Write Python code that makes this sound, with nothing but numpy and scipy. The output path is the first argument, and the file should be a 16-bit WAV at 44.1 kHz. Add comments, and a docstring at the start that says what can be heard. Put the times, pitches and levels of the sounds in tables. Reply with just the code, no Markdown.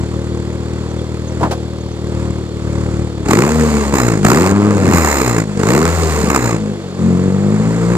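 """A small petrol engine idles on gravel, heard just behind the exhaust tip, then is blipped three times and eased up.
Each firing sends a pulse down the ringing pipe, built as a stack of orders, and a puff of hissing gas out of the tip.
Late charges pop in the pipe; rough noise bursts sound close to the microphone during the idle.
Behind lie outdoor air, a distant bird of gliding sines and a thin steady whine in the right port.
Two ports of one microphone listen, each with some turbulence of its own."""
import sys
import numpy as np
from scipy import signal
from scipy.fft import rfft, irfft, next_fast_len
from scipy.io import wavfile
from scipy.ndimage import uniform_filter1d

SR = 44100
rng = np.random.default_rng(int(sys.argv[2]) if len(sys.argv) > 2 else 0)


def digitize_waveform(pressure):
    """Quantize a signal to 16-bit integers and store it at the path in sys.argv[1].

    Rows of a 2-D input are taken as channels; values are limited to [-1, 1].
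    """
    field = np.atleast_2d(pressure).T
    bounded = np.clip(field, -1, 1)
    quanta = np.round(bounded * 32767).astype(np.int16)
    wavfile.write(sys.argv[1], SR, quanta)


N = 351477
STEP = 64  # samples between control values


def gain_of(db):
    """dB to gain."""
    return 10 ** (np.asarray(db) / 20)


def evened(x):
    """Scales to rms 1."""
    return x / np.sqrt(np.mean(x ** 2) + 1e-20)


def steady(x, size=4000):
    """Divides out the slow level."""
    power = uniform_filter1d(uniform_filter1d(x ** 2, size), size)
    return x / np.sqrt(power + 1e-20)


def read(points, hz):
    """Reads a table on a log-frequency axis."""
    f, value = np.transpose(points)
    return np.interp(np.log(hz + 1), np.log(f + 1), value)


def causal(points):
    """Log response of a causal filter of the given spectrum: phase from the Hilbert transform of the log gain."""
    hz = abs(np.fft.fftfreq(8192, 1 / SR))
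    log_gain = np.log(gain_of(np.maximum(read(points, hz), -100)))
    return np.conj(signal.hilbert(log_gain))


def impulse(points):
    """Impulse response of the causal filter of a spectrum."""
    return np.fft.ifft(np.exp(causal(points))).real[:4096]


def colour(x, points):
    """Filters each row by the causal response of a spectrum."""
    return signal.oaconvolve(x, impulse(points)[None], axes=1)[:, :N]


def below(x, order, hz):
    """Zero-phase low-pass."""
    return signal.filtfilt(*signal.butter(order, hz, fs=SR), x)


def above(x, order, hz):
    """One-way high-pass."""
    return signal.lfilter(*signal.butter(order, hz, "high", fs=SR), x)


def smooth(control):
    """Control values, one per STEP, to one per sample."""
    return np.interp(np.arange(N) / STEP, np.arange(len(control)), control)


def by_firing(turns, values):
    """Values given per firing, read at a running count of firings."""
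    return np.interp(turns, np.arange(600), values)


# speed of the engine: (t/s, firings per s)
SPEED = [(0.0, 38.36), (1.318, 39.29), (2.702, 37.56), (3.15, 38.11), (3.278, 37.36), (3.456, 72.12),
         (3.58, 78.56), (3.873, 70.22), (4.169, 52.69), (4.275, 55.0), (4.452, 96.96), (4.535, 106.73),
         (4.83, 92.3), (5.351, 55.66), (5.537, 51.77), (5.617, 47.54), (5.813, 80.49), (5.948, 85.06),
         (6.264, 70.39), (6.493, 56.67), (6.872, 45.94), (6.961, 46.21), (7.045, 43.52), (7.289, 46.97),
         (7.621, 54.12), (7.97, 59.9)]
# the throttle, each row lasting until the next: (start t/s, takes over in/s, state, pulses level/dB,
# roar in the pipe at first level/dB, roar at last level/dB, hiss at the tip against the roar/dB)
THROTTLE = [(-.1, .05, "idle", -0.85, -37.5, -37.5, -8), (3.24, 0.064, "open", -3, -17.5, -21.5, -7.5),
            (3.468, 0.061, "coast", -1.5, -26.5, -28.5, -3.5), (3.92, 0.04, "catch", -0.5, -19, -28, -6.5),
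            (4.16, 0.031, "shut", 3.5, -21, -36.5, -2.5), (4.215, 0.066, "open", -0.5, -11, -21.5, -8),
            (4.51, 0.022, "overrun", -1.5, -30.5, -28, -8.5),
            (4.715, 0.026, "sputter", -1.5, -28.5, -24.5, -8), (4.852, 0.11, "catch", -1.5, -16.5, -23, -7),
            (5.408, 0.043, "shut", -0.5, -35.5, -37, -5.5), (5.56, 0.14, "open", -1, -14, -20.5, -8),
            (5.82, 0.1, "drift", -2.5, -27, -27, -2), (6.28, 0.037, "catch", -1, -17, -25.5, -8.5),
            (6.55, 0.032, "shut", -0.5, -32, -40.5, -6.5), (6.74, 0.047, "shut", -5, -38, -39.5, -8.5),
            (6.955, 0.064, "light", -1.9, -31.5, -33, -9.5), (7.29, 0.14, "light", -1.5, -38, -27, -9.5)]
# how late in a state the roar moves to its last level: {state: power}
FADE_POWER = {"idle": 1, "open": 0.51, "coast": 1.4, "overrun": 1, "sputter": 1, "drift": 0.75, "catch":
              3.34, "shut": 0.74, "light": 0.53}
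# the idle swells and sinks: (t/s, level/dB)
SWELL = [(0, 2.5), (.06, 0), (.55, -1.5), (.83, -0.5), (1.29, -2), (1.36, 1.5), (1.67, -3.5), (1.89, -4.5),
         (2.22, 2.5), (2.5, -4), (2.75, 3.5), (3.0, 2), (3.14, -3.5), (3.23, -1)]
SWELL_IN_GAS = 0.94  # share of the swell that the gas noise follows
FLYWHEEL_S = .06  # the flywheel rounds the corners of the speed


def controls():
    """Speed, share of each state, and levels of pulses, roar and hiss, each throttle row fading into the next."""
    t = np.arange(0, N + STEP, STEP) / SR
    width = round(FLYWHEEL_S * SR / STEP)
    rate = np.interp(t, *np.transpose(SPEED))
    for _ in range(2):
        rate = uniform_filter1d(rate, width, mode="nearest")
    begun = [np.clip((t - row[0]) / row[1], 0, 1) for row in THROTTLE] + [0 * t]
    ends = [row[0] for row in THROTTLE[1:]] + [N / SR]
    share, levels = {state: 0 * t for state in FADE_POWER}, 0
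    for k, (start, _, state, pulse_db, first_db, last_db, hiss_db) in enumerate(THROTTLE):
        active = begun[k] - begun[k + 1]
        progress = np.clip((t - start) / (ends[k] - start), 0, 1) ** FADE_POWER[state]
        roar_db = first_db + (last_db - first_db) * progress
        share[state] = share[state] + active
        levels = levels + active * np.array([pulse_db + 0 * t, roar_db, roar_db + hiss_db])
    swell = share["idle"] * np.interp(t, *np.transpose(SWELL))
    return rate, share, levels + swell * np.array([[1], [SWELL_IN_GAS], [SWELL_IN_GAS]])


# how the pipe weighs a firing order at its frequency, one table a state: (f/Hz, rms level/dB)
IDLE_PIPE = [(38, -53), (77, -24), (115, -24.5), (154, -31), (192, -29), (232, -37.5), (270, -34.5),
             (310, -38), (348, -29.5), (387, -45.5), (425, -46), (540, -42.5), (620, -61.5), (900, -70)]
OPEN_PIPE = [(45, -31.5), (60, -30), (85, -21.5), (115, -16), (148, -17), (200, -16.5), (225, -15.5),
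             (280, -23.5), (350, -17.5), (420, -24), (490, -24.5), (600, -41), (900, -39.5)]
COAST_PIPE = [(68, -20.5), (82, -17), (140, -31), (160, -14), (205, -23.5), (225, -15), (246, -15),
              (290, -31.5), (360, -31.5), (405, -38), (455, -18.5), (490, -34), (550, -37.5), (900, -46)]  # throttle shut, speed falling
OVERRUN_PIPE = [(85, -17), (105, -16), (185, -19), (207, -12), (280, -26), (308, -18), (370, -29),
                (405, -25.5), (470, -23.5), (515, -43.5), (600, -39), (900, -49)]  # throttle shut at the highest speed
DRIFT_PIPE = [(68, -20.5), (82, -13), (145, -22), (165, -20), (215, -22), (242, -36), (320, -40),
              (405, -28), (480, -28), (560, -37.5), (900, -41.5)]  # throttle shut after the third blip, with weaker orders around 240-320 Hz
CATCH_PIPE = [(53, -32), (62, -24.5), (85, -13), (108, -21), (119, -15.5), (142, -35), (165, -16.5),
              (181, -38), (195, -23), (215, -29.5), (240, -21), (258, -21), (280, -26), (325, -23),
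              (370, -30), (400, -41), (440, -26), (520, -35), (900, -46.5)]  # firing takes hold again while the speed still falls
SHUT_PIPE = [(45, -42), (53, -34), (100, -29), (150, -29), (205, -23), (250, -36), (300, -45.5),
             (350, -35.5), (410, -43.5), (470, -39), (520, -47.5), (900, -59)]  # firing drops out again and the pipe hums on
LIGHT_PIPE = [(44, -49), (60, -25), (88, -20), (120, -19.5), (135, -21), (175, -14.5), (215, -13.5),
              (240, -34.5), (260, -29), (278, -24), (330, -40), (360, -23), (410, -40.5), (460, -26),
              (510, -36.5), (650, -46), (900, -51.5)]
PIPE_OF = {"idle": IDLE_PIPE, "open": OPEN_PIPE, "coast": COAST_PIPE, "overrun": OVERRUN_PIPE,
           "sputter": OVERRUN_PIPE, "drift": DRIFT_PIPE, "catch": CATCH_PIPE, "shut": SHUT_PIPE,
           "light": LIGHT_PIPE}
ECHO_S = .0036  # inverted echo from the open end
RING_HZ, RING_WIDTH_HZ = 349.4, 5.2  # ring of the silencer
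WANDER_DB, WANDER_RAD = 3, 0.42  # scale of each order's own wander from firing to firing


def firing_pulses(slow_rate, share, pulse_db, turns, turn, loose, loud):
    """Firing pulses as a stack of 16 orders, each weighed and delayed as the pipe does it."""
    idle = share["idle"]
    lags = {state: causal(pipe).imag[:400] for state, pipe in PIPE_OF.items() if state != "idle"}
    lags["catch"] = .4 * lags["open"]  # a catching charge makes a narrow spike that rings less
    wander = uniform_filter1d(rng.standard_normal((600, 17, 2)), size=3, axis=0) * np.sqrt(3)

    def order(k):
        """One order: idle starts with suction and its echo, under load the pipe rings on."""
        hz = k * slow_rate
        echo = 1 - .9 * np.exp(-2j * np.pi * hz * ECHO_S)
        ring = 1 + 13.0 / (1 + 2j * (hz - RING_HZ) / RING_WIDTH_HZ)
        phasor = -idle * echo * ring / abs(echo * ring)
        for state, lag in lags.items():
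            phasor = phasor + share[state] * np.exp(1j * np.interp(hz * 8192 / SR, np.arange(400), lag))
        level_db = pulse_db + sum(part * read(PIPE_OF[state], hz) for state, part in share.items())
        # upper orders wander most; at idle only the tenth and above
        freedom = (1 - idle * (k < 10))[:-1] * loose[::STEP] * min(k / 5, 1) ** 2
        free_level, free_phase = [freedom * by_firing(turns[::STEP], v) for v in wander[:, k].T]
        gain = smooth(gain_of(level_db)) * smooth(gain_of(WANDER_DB * free_level))
        pipe_phase = smooth(np.unwrap(np.angle(phasor)))
        return gain * np.cos(k * turn + pipe_phase + smooth(WANDER_RAD * free_phase))

    low, high = sum(map(order, range(1, 5))), sum(map(order, range(5, 17)))
    high *= 1.15 - 0.17 * loud  # upper orders are a little weaker when the roar is loud
    return np.sqrt(2) * (low + high)


# colour of the gas noise in the pipe: (f/Hz, relative level/dB per Hz)
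ROAR = [(60, -34.5), (150, -1.5), (270, 0.5), (430, 3), (600, -6.5), (800, -7), (1150, -6.5), (1500, -12),
        (1800, -14), (2150, -15), (2700, -24), (3300, -55), (4500, -45.5)]
# colour of the gas noise at the tip: (f/Hz, relative level/dB per Hz)
HISS = [(1800, -45.5), (2700, -10), (3200, -15.5), (3700, -14.5), (4120, -10), (4600, -12), (5120, -11),
        (5700, -16), (6400, -10), (6900, -4), (7600, -6), (11200, -24), (12000, -22), (14000, -8),
        (15000, -43)]
# the tip rings while firing catches: (f/Hz, gain/dB)
RASP = [(1500, -2), (2050, -1), (2600, -1), (3200, -6), (3700, -3), (4050, 0.5), (4650, -8.5), (5200, 3.5),
        (5680, -7), (6300, -1), (7050, 1.5), (8000, -2.5)]


def exhaust_gas(rate, roar_db, hiss_db, late, size, loud, catch, depth, cracking, low_db):
    """Gas noise that puffs with every firing: roar from the pipe, hiss from the tip."""
    sharp = 3 - 1.2 * np.clip((rate - 60) / 40, 0, 1)
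    sharp = sharp * (1 - 0.58 * catch)  # catching fire breathes in longer puffs
    puff = 0.67 + depth * size * np.exp(sharp * (np.cos(2 * np.pi * late) - 1))
    # eddies make the flow gritty
    grit = gain_of(1.6 * evened(uniform_filter1d(rng.standard_normal(N), 60)))
    gas = rng.standard_normal((2, 3, N)) * puff * grit
    # a strong pulse front steepens into a crack
    crack = np.diff((late + 0.045).astype(int), prepend=0) * size * loud * cracking

    roar = steady(colour(gas[0] + 8.0 * crack, ROAR))
    # the roar's level counts above 700 Hz
    roar *= gain_of(roar_db) * evened(roar).std() / above(roar, 4, 700).std()
    rumble = below(roar, 2, 550)
    edge = signal.filtfilt(*signal.butter(2, 1300, "high", fs=SR), roar)
    edge_db = 0.67 * (hiss_db - roar_db + 6)  # the roar's edge follows the hiss
    roar += (gain_of(low_db) - 1) * rumble + (gain_of(edge_db) - 1) * edge

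    hiss = gain_of(hiss_db) * steady(colour(gas[1] + 0.98 * crack, HISS))
    dull = below(hiss, 4, 10500)
    # the highest treble fades in as the hiss grows louder
    fine = np.minimum(gain_of(1.45 * (hiss_db + 24.0)), 1)
    flow = roar + fine * hiss + (1 - fine) * dull
    return flow + catch * (colour(flow, RASP) - flow)


SNAP_HZ, SNAP_T60_S, SNAP_DB, SNAP_LAG = 1130, 0.0075, -13.5, 0.246  # lag in firings


def overrun_snaps(late, size, overrun):
    """On the overrun each pulse front snaps: a short decaying sine, first swing inward."""
    ring_s = np.arange(800) / SR
    fronts = np.diff(np.floor(late - SNAP_LAG), prepend=0)
    snaps = fronts * gain_of(SNAP_DB) * size * overrun
    ring = gain_of(-60 * ring_s / SNAP_T60_S) * np.sin(2 * np.pi * SNAP_HZ * ring_s)
    return -signal.oaconvolve(snaps, ring)[:N]


# strength of each cylinder in firing order: (level/dB)
CYLINDERS_DB = [0.23, 0.046, 0.029, 0.17]
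# how gas leaves the tip: {state: (depth of the puffs, unevenness from firing to firing/dB, crack strength,
# pipe noise below the roar's knee/dB, wander of the orders, extra lag of the pulse/firings)}
FLOW = {"idle": (0.59, 2, 1.3, 0, 1.2, 0.045), "open": (2.0, 3, 0, -3.5, 0.47, 0.5),
        "coast": (.5, 3.5, -0.5, -1.5, 1.36, 0.2), "overrun": (1.2, 3, 0.2, 6, .5, 1.2),
        "sputter": (1.1, -3.5, -0.8, 2.5, 1.5, 0.46), "drift": (0.6, 1.5, -0.5, 0, 1.6, 0.34),
        "catch": (2, 3.5, .3, -7.5, 0.2, -0.04), "shut": (0.39, 3, 1.5, -3.8, 1.5, -0.067),
        "light": (0.25, 3, -1.5, -1.5, 0.5, 0)}
# single firings that stand out: (t/s, extra level/dB)
HARD_FIRINGS = [(3.287, 2.5), (3.31, 6), (3.335, 7), (3.39, 5), (3.465, -2.5), (3.957, 3), (4.084, 2.5),
                (4.25, 12), (4.266, 4.5), (4.286, -1.5), (4.301, 1.5), (4.319, 3), (4.77, 4.5), (4.95, 2),
                (5.424, 1.5), (5.576, 6), (5.601, 11), (5.634, 6), (5.67, 4), (5.894, 0.5), (6.304, 6)]
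HARD_S = 0.0044  # half length of such a firing
LOAD_LAG = 0.2466  # share of a firing by which pulses come later under load
LAG_SETTLES_S = .16  # the lag of the pulse changes gradually


def engine():
    """One count of firings drives pulses, gas and snaps; rows: shared, left's own, right's own."""
    slow_rate, share, (pulse_db, *gas_db) = controls()
    rate, roar_db, hiss_db = map(smooth, (slow_rate, *gas_db))
    loud = np.clip((roar_db + 38.5) / 18, 0, 1)  # loudness of the roar, 0-1
    load = 1 - smooth(share["idle"])  # 0 at idle, 1 once the throttle opens
    turns = np.cumsum(rate) / SR + .657 - LOAD_LAG * load
    flow_settings = sum(np.outer(FLOW[state], part) for state, part in share.items())
    depth, uneven_db, cracking, low_db, loose, pulse_lag = map(smooth, flow_settings)
    pulse_lag = uniform_filter1d(pulse_lag, round(LAG_SETTLES_S * SR))

    luck = rng.standard_normal((600, 3))
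    cylinder_db = by_firing(turns, np.take(CYLINDERS_DB, np.arange(600) % 4))
    strength = gain_of(cylinder_db + (1.15 + 0.25 * loud) * by_firing(turns, luck[:, 0]))
    size = strength * gain_of(uneven_db * by_firing(turns, luck[:, 1]))
    # pulse and puff are timed apart, a little unevenly
    jitter = 0.011 * by_firing(turns, luck[:, 2])
    turn = 2 * np.pi * (turns - pulse_lag + 0.061 + 0.069 * load + jitter)
    late = turns - 0.095 * (1 - load)

    pulses = strength * firing_pulses(slow_rate, share, pulse_db, turns, turn, loose, loud)
    flow = exhaust_gas(rate, roar_db, hiss_db, late, size, loud, smooth(share["catch"]),
                       depth, cracking, low_db)
    flow += overrun_snaps(late, size, smooth(share["overrun"]))
    t = np.arange(len(slow_rate)) * STEP / SR
    hard_db = sum(db * np.exp(-((t - s) / HARD_S) ** 2) for s, db in HARD_FIRINGS)
    return smooth(gain_of(hard_db)) * (pulses + flow)


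# colour of the outdoor air: (f/Hz, relative level/dB per Hz)
AIR = [(200, -22), (400, 16.5), (800, -0.5), (1500, -23.5), (3000, -12.5), (3450, -6.5), (3900, -12),
       (4500, -7.5), (5000, -16.5), (5600, -14), (7400, -35), (10000, -22.5), (11500, -46), (15000, -59)]
AIR_DB = -34.5  # rms ahead of the ports


def outdoor_air():
    """Steady coloured noise of the open air around the microphone."""
    return gain_of(AIR_DB) * evened(colour(rng.standard_normal((3, N)), AIR))


def whine():
    """A thin steady sine in the right port only."""
    tone = gain_of(-68.5) * np.sin(2 * np.pi * 12404 * np.arange(N) / SR)
    return tone * np.array([[0], [2]])


# faint gliding chirps of a distant bird: (t/s, length/s, first f/Hz, last f/Hz, peak level/dB ahead of the ports)
CHIRPS = [(.775, .03, 3550, 3250, -50), (.89, .04, 6300, 5900, -48), (0.973, 0.042, 3780, 3050, -41.5),
          (1.268, 0.032, 6700, 6050, -40), (1.298, 0.035, 6100, 5200, -49), (1.80, .03, 6300, 6900, -45),
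          (1.903, 0.045, 6700, 5850, -48)]


def bird():
    """Each chirp is a gliding sine under a smooth swell."""
    out = np.zeros(N)
    for s, length, first_hz, last_hz, db in CHIRPS:
        n = round(length * SR)
        glide = np.cumsum(np.linspace(first_hz, last_hz, n)) / SR
        out[round(s * SR):][:n] += gain_of(db) * np.sin(2 * np.pi * glide) * np.hanning(n)
    return out


# short rough bursts close to the microphone during the idle:
# (t/s, level/dB before the rise and fall, length/s, centre f/Hz, width/Hz, fizz gain/dB)
BURSTS = [(1.406, -17.5, 0.022, 554, 800, -34), (1.425, -8.5, 0.026, 240, 246, -59),
          (1.429, -10, 0.018, 870, 660, -27), (1.449, -15, 0.025, 700, 710, -37),
          (1.507, -17, 0.032, 555.6, 972, -24)]


def bursts():
    """Noise twice through one broad resonance, with some fizz, under a quick rise and fall."""
    out, t = np.zeros((3, N)), np.arange(4000) / SR
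    for s, db, length, hz, width_hz, fizz_db in BURSTS:
        r = np.exp(-np.pi * width_hz / SR)
        poles = [1, -2 * r * np.cos(2 * np.pi * hz / SR), r * r]
        noise, fizz = rng.standard_normal((2, 3, 4000))
        ring = signal.lfilter([1, -1], np.convolve(poles, poles), noise)
        fizz = signal.lfilter(*signal.butter(2, 7000, fs=SR), fizz)  # fizz reaches up to 7 kHz
        shape = np.clip(t / (0.21 * length), 0, 1) * np.exp(-(t / length) ** 2)
        burst = gain_of(db) * evened(ring) + gain_of(fizz_db) * fizz
        out[:, round(s * SR):][:, :4000] += burst * shape
    return out


# late charges that pop in the pipe around firing taking hold again: (t/s, peak level/dB ahead of the ports)
POPS = [(3.934, -7.5), (4.184, -14), (4.213, -13), (4.248, -5), (4.727, -11), (4.756, -14), (4.784, -10),
        (4.808, -10), (4.828, -6), (4.837, -7), (4.850, -7), (4.873, -4.5), (4.885, -2), (4.900, -4),
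        (4.909, -6), (4.943, -5), (6.156, -17), (6.184, -16), (6.211, -11), (6.240, -4), (6.28, -6)]
# how the pipe colours a pop: (f/Hz, relative level/dB per Hz)
POP_PIPE = [(40, -17), (110, -7), (180, 6), (250, -2.5), (330, -7.5), (450, -12), (600, -20), (1200, -33),
            (2500, -61.5)]


def pops():
    """Each pop is one pulse that rings through the pipe."""
    taps = impulse(POP_PIPE)
    out = np.zeros(N)
    for s, db in POPS:
        out[round(s * SR) - taps.argmax():][:4096] += gain_of(db) * taps / taps.max()
    return out


# likeness of the two ports: (f/Hz, shared part of the power 0-1)
SAME = [(60, 1), (300, 0.97), (500, 0.96), (1000, 0.9), (2000, 0.97), (4000, 0.66), (8000, 0.29),
        (12000, .2)]
# phase by which the left port leads: (f/Hz, lead/rad)
LEAD = [(0, -0.1), (600, -0.53), (1290, -1.24), (2760, -1.98), (4130, -1.73), (6890, -2), (15000, -1.6)]
# tilt between the ports: (f/Hz, left minus right level/dB)
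LEAN = [(60, 5), (110, 3.5), (200, 2.5), (380, 0), (690, 1.5), (1280, -1.5), (2360, -2), (4360, 1),
        (6000, -9), (8040, -13.5), (14800, -24.5)]


def ports(x):
    """Two ports hear the shared sound with a lag and a tilt, plus a share of turbulence of their own."""
    size = next_fast_len(N + SR)
    hz = np.fft.rfftfreq(size, 1 / SR)
    same = np.clip(read(SAME, hz), 0, 1)
    shared, *own = rfft(x, size)
    side = np.exp(.5j * read(LEAD, hz)) * gain_of(read(LEAN, hz) / 2)
    pair = np.array([side, 1 / side]) / abs(side + 1 / side) * 2
    heard = np.sqrt(same) * shared + np.sqrt(1 - same) * np.array(own)
    return irfft(heard * pair, size)[:, :N]


def scene():
    """Engine, air, bird, bursts and pops reach the ports; the whine sits in the right one."""
    # one-row sources add to all three rows, shared and own
    return ports(engine() + outdoor_air() + bird() + bursts() + pops()) + whine()


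def record(dry):
    """The microphone loses the deepest bass; peaks beyond full scale clip; then the band limit."""
    bass_loss = signal.butter(2, 40.3, "high", fs=SR, output="sos")
    cut = np.clip(signal.sosfilt(bass_loss, dry), -1, 1)
    band_limit = signal.firwin(511, 15100, window=("kaiser", 9), fs=SR)
    return signal.oaconvolve(cut, band_limit[None], "same")


dry = scene()
out = record(dry)
digitize_waveform(out)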